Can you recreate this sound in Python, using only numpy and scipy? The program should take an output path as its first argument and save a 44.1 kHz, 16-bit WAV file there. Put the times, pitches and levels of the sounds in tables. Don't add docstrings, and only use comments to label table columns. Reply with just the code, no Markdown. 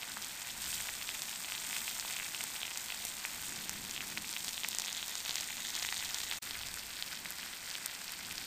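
import sys
import numpy as np
from scipy import signal
from scipy.fft import rfft, irfft, next_fast_len
from scipy.io import wavfile
from scipy.ndimage import map_coordinates

SR = 44100
rng = np.random.default_rng(int(sys.argv[2]) if len(sys.argv) > 2 else 0)


def dump_mix(stems):
    frames = np.atleast_2d(stems).T
    limited = np.clip(frames, -1, 1)
    pcm = np.round(limited * 32767).astype(np.int16)
    wavfile.write(sys.argv[1], SR, pcm)


N = 373086

# t/s, level/dB
FRYING_LEVEL = [(0, -49.5), (.5, -48), (.95, -45.3), (2, -45.5), (3.1, -46.7), (3.85, -49.3), (4.5, -47.3),
                (5.1, -48.3), (5.8, -46), (6.35, -46.5), (6.5, -48.8), (7, -50.3), (8.46, -50.8)]
# t/s, half width/s, extra fizz/dB
STEAM_SPURTS = [(.72, .1, 6.5), (1.8, .11, 4), (3.45, .05, 4), (4.45, .07, 2.5)]
# f/Hz, relative level/dB
FAT_SPECTRUM = [(250, -38), (500, -13.5), (700, -3), (900, -2.5), (1100, -5), (1500, -1), (2400, 2),
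                (3200, -2), (5000, -7), (10000, -37.5)]
JUICE_SPECTRUM = [(800, -23.5), (2200, -8.5), (3500, -1), (4500, -1), (5600, -2), (7000, -4.5),
                  (14000, -18.5)]
STEAM_SPECTRUM = [(1000, -27), (4000, -11.5), (6200, -6), (7400, -1), (8500, 1), (11000, -8), (13500, -4),
                  (15500, -8.5)]
SEARING_SPECTRUM = [(1200, -22.5), (1900, -0.5), (2500, -10.5), (3000, -8.5), (3500, 0.5), (4100, -0.5),
                    (5400, -14), (6800, 4), (8500, -9), (13000, -13)]
# t/s, level/dB, f/Hz
LOUD_POPS = [(0.031, -24.5, 2700), (0.1703, -24, 1500), (0.2234, -23, 5400), (0.7176, -16.5, 7900),
             (0.8914, -25, 2100), (1.091, -22, 2600), (1.2204, -15.5, 6000), (1.5214, -21, 2900),
             (1.5513, -21, 3500), (1.7296, -23, 2400), (1.7652, -23, 2400), (1.8796, -21, 2600),
             (1.9978, -18, 5270), (2.0495, -29, 1000), (2.1667, -22.5, 2600), (2.199, -23, 2400),
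             (2.3472, -21, 2900), (2.4087, -23, 2500), (2.439, -14, 9300), (2.6317, -18.5, 3100),
             (2.7744, -16, 6300), (2.9028, -22, 2700), (2.9224, -23, 2800), (3.0518, -14.5, 7900),
             (3.2511, -19.5, 2300), (3.6948, -14, 7400), (3.911, -18.5, 6500), (3.9635, -23, 2900),
             (3.978, -23, 2800), (4.0066, -22, 2600), (4.1746, -19, 2300), (4.18, -20.5, 4200),
             (4.365, -20, 2700), (4.4462, -17, 7900), (4.4817, -17.5, 3900), (4.579, -21, 3300),
             (4.6346, -20.5, 3350), (4.6468, -19, 2410), (4.687, -11.5, 9100), (4.749, -14.5, 7700),
             (4.7857, -10, 6600), (4.7984, -15, 6300), (4.8195, -18, 6000), (4.8827, -21, 3400),
             (4.9287, -16.5, 6800), (5.0282, -20.5, 3200), (5.1543, -17, 6300), (5.294, -16.5, 4000),
             (5.3087, -17.5, 3900), (5.3566, -12, 5900), (5.409, -17.5, 6600), (5.753, -16.5, 5000),
             (5.7644, -18.5, 6000), (5.8298, -18, 4800), (5.8488, -20.5, 2090), (5.8887, -20, 3000),
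             (5.9255, -21.5, 2000), (6.145, -12.5, 6000), (6.3133, -17, 3600), (6.3237, -22.5, 2200),
             (6.5096, -21, 3900), (6.7414, -17, 8200), (7.0248, -16.5, 3700), (7.2574, -24.5, 2220),
             (7.3058, -17, 10000), (7.7533, -21, 3300), (7.8606, -11, 9000), (8.1206, -19, 10000),
             (8.381, -19, 4700)]
# start/s, end/s, rate/(1/s), level/dB, f/Hz, pitch scatter/octaves
POP_SPELLS = [(0, 6.4, 6, -26, 4400, .5), (.85, 3.0, 15, -28, 2650, .2), (4.2, 6.4, 28, -23.3, 4700, .42),
              (6.42, 8.46, 10, -26, 3800, .42)]
# f/Hz, rise/cycles
POP_RISE = [(1200, 0.34), (2500, 0.59), (3600, 0.49), (6000, 0.38)]
# t/s, level/dB
SEARING_LEVEL = [(4.2, -75), (4.7, -50), (5.15, -49), (5.35, -46.5), (5.6, -46.5), (5.8, -42.5),
                 (6.05, -47), (6.38, -47.5), (6.42, -80)]
# f/Hz, gain/dB
POP_RADIATION = [(100, -20), (450, -8), (750, -1), (15000, 0.5)]
SPRAY_SPECTRUM = [(400, -18), (800, 1), (2500, 0), (6000, -4.5), (15000, -7)]
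TICK_SPECTRUM = [(300, -18), (800, 0), (15000, 2)]
# start/s, length/s, extra rumble/dB, extra flutter/dB
FIRE_FLARES = [(.35, .4, 9, .5), (2.15, .17, 6, -1), (3.3, .85, 6, 7.5), (5.7, .6, 4.5, 1),
               (6.4, .35, 11, 1.5), (8.1, .4, 6, 5)]
# f/Hz, relative level/dB
RUMBLE_SPECTRUM = [(20, -1.5), (80, 0), (135, -7), (600, -45)]
FLUTTER_SPECTRUM = [(60, -20), (125, -6), (165, -3.5), (200, 0.5), (340, -7), (1000, -36)]
AIR_SPECTRUM = [(200, -5), (480, -3), (900, 0.5), (8000, -24)]
# f/Hz, gain/dB
CLOSE_COLOUR = [(450, 1.5), (850, -3.5), (1500, 1.5), (2000, 1), (3600, -1), (4700, 1.5), (6300, -1),
                (8500, 0), (12500, 0)]
# f/Hz, gain/dB
TREBLE_COLOUR = [(8600, 0), (9400, -3), (10300, -6.5), (11300, -0.5), (12500, 1), (15000, 2)]
# t/s, gain/dB
LEVEL_DIP = [(6.385, 0), (6.392, -40), (6.412, -48), (6.419, -16), (6.423, 0)]


def amp(db):
    return 10 ** (np.asarray(db) / 20)


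def unit(x):
    return x / np.sqrt(np.mean(x ** 2) + 1e-20)


def envelope(rows):
    return np.interp(np.arange(N) / SR, *np.transpose(rows))


def wobble(rate):
    knots = rng.standard_normal(int(N * rate / SR) + 4)
    return map_coordinates(knots, [np.arange(N) * rate / SR])


def low_pass(x, cutoff_hz):
    size = next_fast_len(N + SR // 2)
    passband = np.fft.rfftfreq(size, 1 / SR) < cutoff_hz
    return irfft(rfft(x, size) * passband, size)[:N]


def coloured(x, points, size=8192):
    hz, db = np.transpose(points)
    gain = amp(np.interp(np.log(np.fft.rfftfreq(size, 1 / SR) + 1), np.log(hz), db))
    cepstrum = irfft(np.log(gain))[:size // 2]
    cepstrum[1:] *= 2
    impulse_response = irfft(np.exp(rfft(cepstrum, size)))
    return signal.fftconvolve(x, impulse_response)[:N]


def noise(spectrum):
    return unit(coloured(rng.standard_normal(N), spectrum))


def bursts(onset_s, db, hz, rise, size):
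    index = np.ceil(onset_s * SR).astype(int)[:, None] + np.arange(size)
    cycles = hz[:, None] * (index / SR - onset_s[:, None])
    age = cycles / np.maximum(rise, .1)[:, None]
    pressure = -amp(db)[:, None] * np.sin(2 * np.pi * cycles) * age * np.exp(1 - age)
    return np.bincount(np.maximum(index, 0).ravel(), pressure.ravel(), N)[:N]


def bubbling(spectrum, rate, hz, octaves, rise, spread_db, range_db, hiss, size):
    count = int(rate * N / SR)
    when, chance, pitch, life = rng.random((count, 4)).T
    db = -spread_db * np.log(1 - chance * (1 - np.exp(-range_db / spread_db)))
    burst_hz = hz * 2 ** (octaves * (2 * pitch - 1))
    swarm = bursts(when * N / SR, db, burst_hz, rise * (.5 + life), size)
    return np.sqrt(1 - hiss) * unit(coloured(swarm, spectrum)) + np.sqrt(hiss) * noise(spectrum)


def sizzle(fat_db=-50.9, juice_db=-49.0, steam_db=-47):
    t = np.arange(N) / SR
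    heat_db = envelope(FRYING_LEVEL) - steam_db
    spurt_db = sum(db * np.exp(-((t - s) / width) ** 2) for s, width, db in STEAM_SPURTS)
    lift_db = -2.8 * np.exp(-((t - 4.8) / .9) ** 2)
    surge = wobble(22)
    shared_db = .36 * spurt_db + .6 * surge
    fat = bubbling(FAT_SPECTRUM, rate=1500, hz=2200, octaves=.81, rise=.28,
                   spread_db=5.5, range_db=21.5, hiss=.36, size=128)
    juice = bubbling(JUICE_SPECTRUM, rate=1800, hz=4220, octaves=.8, rise=.33,
                     spread_db=6, range_db=24.5, hiss=.18, size=64)
    steam = bubbling(STEAM_SPECTRUM, rate=3500, hz=8900, octaves=.71, rise=.31,
                     spread_db=6, range_db=26, hiss=.32, size=32)
    return (amp(fat_db + .1 * heat_db + lift_db + shared_db + .55 * wobble(25)) * fat
            + amp(juice_db + .3 * heat_db + shared_db) * juice
            + amp(steam_db + heat_db + spurt_db + .7 * surge) * steam)


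def pop_spell(start, end, rate, db, hz, octaves, db_per_octave=3.6, scatter_db=1.5):
    count = int(rate * (end - start))
    onset_s = rng.uniform(start, end, count)
    pitch, strength = np.clip(rng.standard_normal((count, 2)), -2, 2).T
    level_db = db + db_per_octave * octaves * pitch + scatter_db * strength
    return np.column_stack([onset_s, level_db, hz * 2 ** (octaves * pitch)])


def pops(hollow_hz=800, hollow_db=-22.5, hollow_t60=.0074, spray_db=-17.5, spray_t60=.0028):
    onset_s, db, hz = np.vstack([LOUD_POPS] + [pop_spell(*spell) for spell in POP_SPELLS]).T
    rise = np.interp(hz, *np.transpose(POP_RISE))
    direct = coloured(bursts(onset_s, db, hz, rise, size=256), POP_RADIATION)
    t = np.arange(SR // 100) / SR
    knock = np.sin(2 * np.pi * hollow_hz * t) * amp(hollow_db - 60 * t / hollow_t60)
    spray_envelope, hollow = np.zeros((2, N + SR))
    for start, level, pitch in zip(onset_s, db, hz):
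        first = round(start * SR)
        coupling = min(1, 2500 / pitch)
        hollow[first:first + len(t)] += amp(level) * knock * coupling
        spray_envelope[first:first + len(t)] += amp(level - 60 * t / spray_t60)
    return direct + hollow[:N] + amp(spray_db) * spray_envelope[:N] * noise(SPRAY_SPECTRUM)


def searing():
    spit = bubbling(SEARING_SPECTRUM, rate=600, hz=4400, octaves=1, rise=.28,
                    spread_db=9, range_db=24, hiss=.05, size=64)
    return amp(envelope(SEARING_LEVEL)) * spit


def droplet_ticks():
    snaps = bubbling(TICK_SPECTRUM, rate=220, hz=7800, octaves=.8, rise=.24,
                     spread_db=8, range_db=16, hiss=0, size=64)
    return amp(-52 + 1.5 * wobble(20)) * snaps


def echo(x, t60=.037, onset_s=.00045):
    t = np.arange(SR // 20) / SR
    tail = rng.standard_normal(len(t)) * amp(-60 * t / t60) * (1 - np.exp(-t / onset_s))
    return signal.fftconvolve(x, tail / np.linalg.norm(tail))[:N]


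def fire(rumble_db=-69.5, flutter_db=-63.9, rise_s=.2, fall_s=.25):
    start, length, extra_rumble_db, extra_flutter_db = np.transpose(FIRE_FLARES)
    age = np.arange(N) / SR - start[:, None]
    growth = np.clip(age / rise_s, 0, 1)
    decay = np.exp(-np.maximum(age - length[:, None], 0) / fall_s)
    flare = growth * decay
    rumble = amp(rumble_db + extra_rumble_db @ flare + 1.3 * wobble(9)) * noise(RUMBLE_SPECTRUM)
    flutter = amp(flutter_db + extra_flutter_db @ flare + 1.5 * wobble(16)) * noise(FLUTTER_SPECTRUM)
    return rumble + flutter


def open_air():
    return amp(-60) * noise(AIR_SPECTRUM)


def scene(close_from_s=6.405):
    food = sizzle() + searing() + droplet_ticks() + pops()
    food = food + amp(-16.5) * echo(food)
    food = np.where(np.arange(N) / SR < close_from_s, food, coloured(food, CLOSE_COLOUR))
    return (food + fire() + open_air())[None]


def record(dry):
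    sound = coloured(dry[0], TREBLE_COLOUR) * amp(envelope(LEVEL_DIP))
    return low_pass(sound, cutoff_hz=15500)[None]


dry = scene()
out = record(dry)
dump_mix(out)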